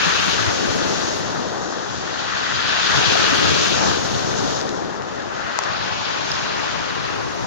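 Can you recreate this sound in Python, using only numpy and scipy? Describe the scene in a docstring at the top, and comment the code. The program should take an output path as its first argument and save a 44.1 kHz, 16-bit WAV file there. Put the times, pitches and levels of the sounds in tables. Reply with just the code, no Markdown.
"""A steep pebble beach, heard a few steps from the breaking waves through a small two-port recorder. Breakers
thud and churn, throw spray and leave fizzing foam; the backwash drags pebbles in a dense rattle. Water and
pebbles are crowds of random bursts ringing at many pitches, with air pockets pulsing as swelling tones. A few
close stones click as short rings and two drops of spray chirp upwards; late on the recorder is turned."""
import sys
import numpy as np
from scipy import signal
from scipy.fft import rfft, irfft, next_fast_len
from scipy.io import wavfile

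SR = 44100
rng = np.random.default_rng(int(sys.argv[2]) if len(sys.argv) > 2 else 0)


def to_wav(s):
    """Save 16-bit WAV."""
    ch = np.atleast_2d(s).T  # columns
    pcm = np.round(np.clip(ch, -1, 1) * 32767)  # PCM
    wavfile.write(sys.argv[1], SR, pcm.astype(np.int16))


N = 328986   # length in samples
FFT_LENGTH = next_fast_len(N)
HZ = np.maximum(np.fft.rfftfreq(FFT_LENGTH, 1 / SR), 1)   # pitch of every frequency bin


def from_db(db):
    """Turn dB into gain: every 20 dB is a factor of ten."""
    return 10 ** (np.asarray(db) / 20)


def in_time(rows):
    """Draw straight lines between the rows of a time table, giving each column at every sample."""
    seconds, *columns = np.transpose(rows)
    return [np.interp(np.arange(N) / SR, seconds, column) for column in columns]


def on_hz(rows):
    """Draw lines between the rows of a pitch table, even per octave, giving each column at every bin."""
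    hz, *columns = np.transpose(rows)
    return [np.interp(np.log(HZ), np.log(hz), column) for column in columns]


def drift(rate_hz):
    """Smooth noise twice to get a slow random wander of spread 1."""
    step = 40   # samples between points of the wander
    r = np.exp(-2 * np.pi * rate_hz * step / SR)
    noise = rng.standard_normal(N // step + 2002)
    slow = signal.lfilter([1], [1, -2 * r, r * r], noise)[2000:]   # skip the start-up
    return np.interp(np.arange(N) / step, np.arange(len(slow)), slow / slow.std())


def ring(clicks, hz, t60):
    """Let each click start a dying sine, like a struck object; it falls 60 dB in t60 seconds."""
    r, w = from_db(-60 / (t60 * SR)), 2 * np.pi * hz / SR
    return signal.lfilter([0, np.sin(w)], [1, -2 * r * np.cos(w), r * r], clicks + 1e-18)


def random_bursts(chance, spread_db, clumps_db):
    """Start bursts at random moments with random sign and size, stronger or weaker in clumps."""
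    luck = rng.uniform(-1, 1, (2, N)) / chance
    born = np.abs(luck) < 1
    rarity = np.minimum(-np.log(np.abs(luck[born])), 5)   # spread_db sets how rarity changes the size
    clicks = np.zeros((2, N))
    clicks[born] = np.sign(luck[born]) * from_db(spread_db * rarity + clumps_db[np.nonzero(born)[1]])
    return clicks


# How the two ports hear the shore.
# Each row: pitch in Hz, likeness of the ports from 0 to 1, lead of the right port in radians.
PORTS = [(40, .92, 2.35), (90, .985, 2.38), (200, .97, 2.47), (400, .88, 2.4), (550, .68, 2.3),
         (750, .5, 2.3), (950, .52, 2.5), (1150, .4, 2.3), (1350, .25, 1.5), (1500, .4, 0),
         (1850, .52, .15), (2050, .15, .5), (7300, .05, 2.5)]
# Balance of the ports. Each row: pitch in Hz, left minus right in dB.
BALANCE = [(40, .5), (80, 2.2), (170, 3.4), (400, 4.7), (750, 4.5), (950, 3.2), (1250, 7), (1500, 7),
           (1900, 3.5), (2200, 2.5), (2650, 4.5), (3150, 3), (3800, 6), (5500, -1), (6500, -1), (6800, 2),
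           (7300, 6)]


def grains(colour, per_s, spread_db, cycles, clump_db, clump_rate, count):
    """Many tiny impacts excite rings spread over the colour, heard by both ports; overall rms is 1."""
    shore, together = np.zeros((2, N)), drift(clump_rate)
    for hz in np.geomspace(colour[1][0], colour[-2][0], count):
        clumps_db = clump_db * (together + 0.14 * drift(clump_rate))
        clicks = random_bursts(per_s / (count * SR), spread_db, clumps_db)
        shore += ring(clicks, hz, cycles / hz) * hz   # higher rings are shorter and wider
    (alike, lead), (left_db,) = on_hz(PORTS), on_hz(BALANCE)
    near, far = rfft(shore, FFT_LENGTH) * from_db(on_hz(colour)[0])
    # the right port shares part of the left sound and fills up with its own
    right = alike * np.exp(1j * lead) * near + np.sqrt(1 - alike ** 2) * far
    pair = irfft([near * from_db(left_db / 2), right * from_db(-left_db / 2)], FFT_LENGTH)[:, :N]
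    return pair / pair.std()


# Breaking water. Each row: time in seconds, foam in dB, spray in dB.
SURF = [(0, -28, -44), (.4, -27.5, -45), (.7, -30, -46.5), (1.08, -29.5, -47), (1.22, -34, -51),
        (1.6, -38, -58.5), (2.1, -36.5, -60), (2.5, -33.5, -60), (2.75, -32, -54), (2.97, -25.5, -44.5),
        (3.4, -26.5, -42.5), (3.85, -25.5, -45.5), (4.02, -30.5, -46.5), (4.6, -31.5, -50.5),
        (4.64, -38, -55), (5, -43.5, -61.5), (5.4, -42.5, -63), (5.65, -39, -63), (6.0, -37, -63),
        (6.35, -35, -57.5), (7.0, -38.5, -57.5), (7.46, -39.5, -53)]
# Body of the water. Each row: time in seconds, thud in dB, churn in dB, slosh in dB.
BODY = [(0, -36, -28, -32), (.25, -30.5, -29, -28.5), (.45, -30.5, -26, -27), (.75, -29.5, -22.5, -31),
        (.92, -32.5, -24.5, -27.5), (1.15, -31.5, -26, -30.5), (1.3, -33, -28.5, -28.5),
        (1.5, -35, -27.5, -29.5), (1.7, -40.5, -29, -31), (1.9, -36, -31.5, -33), (2.25, -39.5, -33.5, -32),
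        (2.6, -36, -31.5, -31.5), (2.8, -34, -31.5, -29.5), (2.9, -35, -30, -29.5), (2.94, -27, -26, -25),
        (3.0, -26, -25.5, -26), (3.15, -26.5, -24, -27.5), (3.3, -29.5, -24, -28), (3.5, -26, -21.5, -29),
        (3.7, -27.5, -24.5, -29), (3.87, -26, -23, -22.5), (4.0, -28, -26, -29), (4.2, -26.5, -26, -29),
        (4.45, -32, -24.5, -27.5), (4.75, -34, -27.5, -29.5), (5.0, -37.5, -30.5, -32.5),
        (5.4, -36.5, -33, -32.5), (5.6, -41, -33.5, -30), (5.8, -37, -34, -31.5), (6.15, -39, -33.5, -31.5),
        (6.35, -35.5, -33, -32.5), (6.6, -36, -30.5, -32.5), (6.85, -35.5, -32, -34.5),
        (7.0, -34.5, -31.5, -36.5), (7.2, -37, -30, -33), (7.46, -35, -32, -32.5)]
# Backwash. Each row: time in seconds, large, middle and small pebbles in dB.
DRAG = [(0, -22, -23.5, -25.5), (.15, -21.5, -25, -24.5), (.3, -24.5, -25, -25.5), (.4, -24, -29, -27.5),
        (.55, -27, -32, -30), (1.08, -29.5, -36.5, -32.5), (1.22, -31, -39.5, -36.5),
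        (1.7, -33, -45.5, -39), (2.0, -32.5, -40, -36), (2.25, -27.5, -34, -31.5), (2.5, -23.5, -31, -28),
        (2.75, -23.5, -25.5, -23.5), (2.92, -19.5, -27, -22.5), (3.1, -22, -23, -21.5),
        (3.4, -21.5, -25, -22.5), (3.72, -25, -26, -24), (3.82, -24.5, -29.5, -30.5),
        (3.89, -25.5, -31.5, -25.5), (4.02, -30, -35, -32.5), (4.6, -32, -40, -35.5),
        (4.625, -33.5, -43, -40), (4.69, -33, -42, -39), (4.72, -35, -44, -43), (5.0, -35, -46, -44.5),
        (5.3, -32.5, -41, -42), (5.5, -27, -36.5, -37), (5.75, -28.5, -33, -33), (6.0, -30, -32, -31.5),
        (6.35, -28, -32.5, -31), (6.7, -28, -32.5, -33), (7.1, -29, -35, -36), (7.46, -34, -41, -42)]


def levels():
    """Give the rise and fall of every water and pebble layer in dB, by name."""
    names = "foam", "spray", "thud", "churn", "slosh", "large", "middle", "small"
    return dict(zip(names, in_time(SURF) + in_time(BODY) + in_time(DRAG)))


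# The breaker runs along the shore. Each row: time in seconds, how much earlier the right port hears in ms.
BEARING = [(0, 0.059), (.6, .05), (1.0, -0.077), (1.7, -0.18), (2.5, -0.0097), (3.1, 0.29), (3.5, 0.2),
           (3.9, 0.019), (5, -0.13), (5.9, 0.047), (6.8, 0.23), (7.46, 0.22)]


def along_shore(pair):
    """Sound from along the shore reaches the right port a little early or late."""
    moment = np.arange(N) + in_time(BEARING)[0] * SR / 1000
    return np.array([pair[0], np.interp(moment, np.arange(N), pair[1])])


# Colour of the foam. Each row: pitch in Hz, strength in dB.
FOAM = [(2000, -74), (3500, -4.5), (5000, 1.5), (6500, 4), (7300, -4), (8000, -17), (9000, -42)]


def foam():
    """Foam bubbles burst in a fizz that leans to the right as the backwash pulls harder."""
    now = levels()
    fizz = grains(FOAM, per_s=25000, spread_db=3.0, cycles=5.1, clump_db=0.85, clump_rate=13.6, count=6)
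    lean_db = -0.5 - 0.22 * (now["large"] + 19)   # added to left minus right
    return fizz * from_db(now["foam"] + [lean_db / 2, -lean_db / 2])


# Colour of the slosh. Each row: pitch in Hz, strength in dB.
SLOSH = [(350, -18), (550, -5), (700, -3), (850, -2), (1050, -4.5), (1250, -8.5), (1900, -16)]


def slosh():
    """Water slops about among the pebbles in clumps of short, mid-pitched rings."""
    wet = grains(SLOSH, per_s=3000, spread_db=2.5, cycles=7.8, clump_db=-1.0, clump_rate=20.0, count=6)
    return along_shore(from_db(levels()["slosh"]) * wet)


# Colour of the spray. Each row: pitch in Hz, strength in dB.
SPRAY = [(7000, -30), (8000, -19), (8400, 0.5), (11000, -6), (14000, -11), (15100, -14), (16000, -36)]


def spray():
    """Countless droplets make a faint high hiss that reaches the right port only."""
    hiss = grains(SPRAY, per_s=30000, spread_db=-1.0, cycles=8.0, clump_db=1.5, clump_rate=14.0, count=7)
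    return from_db(levels()["spray"]) * hiss * [[0], [1]]


# Drops of spray landing close by. Each row: start in seconds, rough left peak in dB,
# rough right peak in dB, first pitch in Hz, swell in ms.
DROPS = [(6.3166, -21, -9, 4600, 1.9), (6.3526, -28, -19, 4600, 2.0)]


def drops():
    """A drop splats, then a tiny trapped bubble sings a note that swells, climbs and dies."""
    rise_hz_per_ms, fade_ms, splat_db = 400, .5, -28
    out, ms = np.zeros((2, N)), np.arange(300) * 1000 / SR
    for s, left_db, right_db, hz, swell_ms in DROPS:
        swelling, fading = .4 + .6 * ms / swell_ms, np.exp((swell_ms - ms) / fade_ms)
        shape = np.where(ms < swell_ms, swelling, fading)
        drop = shape * np.sin(2 * np.pi * np.cumsum(hz + rise_hz_per_ms * ms) / SR)
        drop += from_db(splat_db) * rng.standard_normal(len(ms)) * np.exp(-ms / swell_ms)
        out[:, round(s * SR):][:, :len(ms)] += from_db([[left_db], [right_db]]) * drop
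    return out


# Loose stones close by. Each row: snap in seconds, rough left peak in dB, rough right peak in dB,
# delay of the right port in ms, brightest pitch in Hz, grind in ms.
STONES = [(4.6063, -14, -21, 0, 4500, .7), (4.6134, -10.5, -18, .8, 5800, .5),
          (4.628, -18, -24, .5, 6700, .6), (4.6920, -14, -20, .6, 5000, .8),
          (5.0212, -24, -22, .5, 3600, .8), (5.5772, -18, -30, .5, 6300, .8),
          (5.6371, -12.5, -17.5, .3, 6300, .6), (5.645, -24, -24, .3, 6000, .8),
          (5.6608, -23, -26, .4, 6000, .8)]
# Pitches at which a stone rings, in Hz.
STONE_MODES = [2900, 3900, 4800, 5300, 5900, 6700]


def stones():
    """Each contact grinds ever harder, then snaps into stone rings, strongest near its brightest pitch."""
    edge_db, fall_db_per_octave, grind_db, t60_s = -24, 15, -12, .002
    lead_in = 200   # samples of grinding before the snap
    out, ms = np.zeros((2, N)), np.arange(-lead_in, 400) * 1000 / SR
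    band = signal.butter(3, [2300, 7300], "band", fs=SR, output="sos")
    for s, left_db, right_db, late_ms, bright_hz, grind_ms in STONES:
        grind = from_db(grind_db) * rng.standard_normal((2, len(ms))) * np.exp(-np.abs(ms) / grind_ms)
        push = (ms == 0) + grind * np.where(ms < 0, 1, .5)   # the grind is halved from the snap on
        rung = np.zeros((2, len(ms)))
        for hz in STONE_MODES:
            octaves_off = abs(np.log2(hz / bright_hz))
            rung += from_db(-fall_db_per_octave * octaves_off) * ring(push, hz, t60_s)
        rung = signal.sosfilt(band, rung)
        click = rung / np.abs(rung).max(1, keepdims=True) + from_db(edge_db) * push
        out[0, round(s * SR) - lead_in:][:len(ms)] += from_db(left_db) * click[0]
        out[1, round((s + late_ms / 1000) * SR) - lead_in:][:len(ms)] += from_db(right_db) * click[1]
    return out


# Rings of the hard knock. 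Each row: pitch in Hz, left level in dB and right level in dB before
# the filters, time to fall 60 dB in seconds.
KNOCK_MODES = [(1000, 1.5, -20, .008), (1900, -3, -24, .003), (4600, -6, -17, .003), (6200, -2, -12, .002)]
# Delays in seconds of the thin, quick triple at the right port.
KNOCK_RIGHT_S = [.00025, .00062, .0011]


def knock():
    """One stone knocks hard right at the left port and rings at a few pitches."""
    start_s = 5.5890
    blow = np.zeros((2, N))
    blow[0, round(start_s * SR)] = 1
    blow[1, ((start_s + np.array(KNOCK_RIGHT_S)) * SR).astype(int)] = 1
    out = np.zeros((2, N))
    for hz, left_db, right_db, t60 in KNOCK_MODES:
        out += from_db([[left_db], [right_db]]) * ring(blow, hz, t60)
    out[1] = signal.lfilter(*signal.butter(4, 7200, fs=SR), out[1])   # shaded by the recorder's body
    return signal.lfilter(*signal.butter(3, 720, "high", fs=SR), out)


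# Colours of the large, middle and small pebbles. Each row: pitch in Hz, strength in dB.
LARGE = [(500, -14.5), (900, -7), (1150, -2), (1400, 0), (1750, -1.5), (2000, -3.5), (2200, -13),
         (3000, -38)]
MIDDLE = [(1500, -5), (2000, -20), (2200, -4), (2650, -1.5), (3000, -3), (3400, -10), (5000, -17)]
SMALL = [(2200, -28), (2900, -8.5), (3300, -2.5), (3900, -4), (4500, -4.5), (5200, -8.5), (7500, -33)]
# The backwash moves along the beach. Each row: time in seconds, then left minus right in dB,
# added for the large pebbles and for the smaller pebbles.
PEBBLE_LEAN = [(0, -0.17, 1.5), (.7, 1.5, 1), (1.6, 2.2, 0.5), (2.4, 1.5, -2), (3, 0.78, 0), (3.8, 1, 1),
               (4.6, 1.5, 2.5), (5.3, 1.3, -2.5), (5.7, 1, -0.5), (7.46, 0, 0)]


def pebbles():
    """The backwash knocks thousands of pebbles together a second; smaller ones ring higher."""
    now = levels()
    large = grains(LARGE, per_s=4000, spread_db=2.0, cycles=9.2, clump_db=0.85, clump_rate=13.5, count=7)
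    middle = grains(MIDDLE, per_s=6000, spread_db=2.5, cycles=16.0, clump_db=0.74, clump_rate=18.0, count=6)
    small = grains(SMALL, per_s=8000, spread_db=3.0, cycles=13.0, clump_db=1.2, clump_rate=22.0, count=6)
    large_lean, smaller_lean = (from_db(lean_db * [[.5], [-.5]]) for lean_db in in_time(PEBBLE_LEAN))
    smaller = from_db(now["middle"]) * middle + from_db(now["small"]) * small
    return from_db(now["large"]) * large * large_lean + smaller * smaller_lean


# Air pockets. Each row: start in seconds, left peak in dB, pitch in Hz, length in seconds.
PLUNGES = [(.05, -18.5, 170, 0.05), (.26, -17, 180, 0.045), (.385, -20.5, 110, 0.076),
           (.448, -16, 94, 0.065), (.68, -21, 100, .05), (2.925, -21, 85, .05), (2.958, -16, 127, 0.058),
           (3.062, -18, 140, 0.037), (3.151, -10, 700, 0.011), (3.315, -16, 269, 0.036),
           (3.43, -20, 143, 0.048), (3.51, -22.5, 132, .05), (4.155, -17, 125, 0.035),
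           (6.3, -24, 150, 0.038), (6.77, -22.5, 168, 0.021)]


def plunges():
    """Air pockets under the crest pulse briefly, the deep ones nearly opposite at the two ports."""
    t, out = np.arange(N) / SR, np.zeros((2, N))
    for s, peak_db, hz, length in PLUNGES:
        swell = np.sin(np.pi * np.clip((t - s) / length, 0, 1)) ** 2
        lead = np.interp(hz, *np.transpose(PORTS)[::2])
        pulse = np.sin(2 * np.pi * hz * (t - s) + np.array([[0], [lead]]))
        out += from_db(peak_db) * swell * pulse
    return out * [[1], [.7]]   # softer at the right port


# Colours of the thud and the churn. Each row: pitch in Hz, strength in dB.
THUD = [(20, -31), (33, -19), (45, -14), (62, -8.5), (80, -3.5), (105, 0.5), (140, 0), (190, 0.5),
        (260, -11), (500, -43)]
CHURN = [(100, -18), (170, -3.5), (250, -1.5), (330, 0), (420, 0), (520, -3), (650, -5), (1100, -15)]


def breaker():
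    """Trapped air thuds deep down while big bubbles churn above it, both as random rings."""
    now = levels()
    thud = grains(THUD, per_s=900, spread_db=2.5, cycles=2.0, clump_db=1.0, clump_rate=1.7, count=7)
    churn = grains(CHURN, per_s=3000, spread_db=1.5, cycles=6.0, clump_db=-0.5, clump_rate=11.0, count=7)
    return along_shore(from_db(now["thud"]) * thud + from_db(now["churn"]) * churn)


# The recorder is turned: start and end of the turn in seconds.
TURN_S = [5.6, 5.68]
# Change of colour once turned. Each row: pitch in Hz, left port in dB, right port in dB.
TURNED = [(700, 1, 0.5), (1050, 2, 4.5), (1400, -1, 2), (1800, 0, -1), (2160, 2, 0.5), (2680, 0, -1.5),
          (3500, -0.5, 0.5), (5530, 1, 1), (6700, 1, -1.5), (8000, -6.5, 0.5)]


def turn(pair):
    """Fade from the colour before the turn to that after it."""
    turned = irfft(rfft(pair, FFT_LENGTH) * from_db(on_hz(TURNED)), FFT_LENGTH)[:, :N]
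    return pair + np.interp(np.arange(N) / SR, TURN_S, [0, 1]) * (turned - pair)


def scene():
    """Add up the shore; the turn colours the water and pebbles, not the close stones and drops."""
    shore = foam() + slosh() + spray() + pebbles() + plunges() + breaker()
    return turn(shore) + drops() + stones() + knock()


def record(dry):
    """The left port ends steeply at its edge; peaks clip at full scale; the top of both is cut."""
    left_edge_hz, cutoff_hz = 8340, 15500
    left = signal.sosfilt(signal.cheby2(14, 55, left_edge_hz, fs=SR, output="sos"), dry[0])
    both = np.clip([left, dry[1]], -1, 1)
    return signal.sosfilt(signal.cheby2(20, 60, cutoff_hz, fs=SR, output="sos"), both)


dry = scene()
out = record(dry)
to_wav(out)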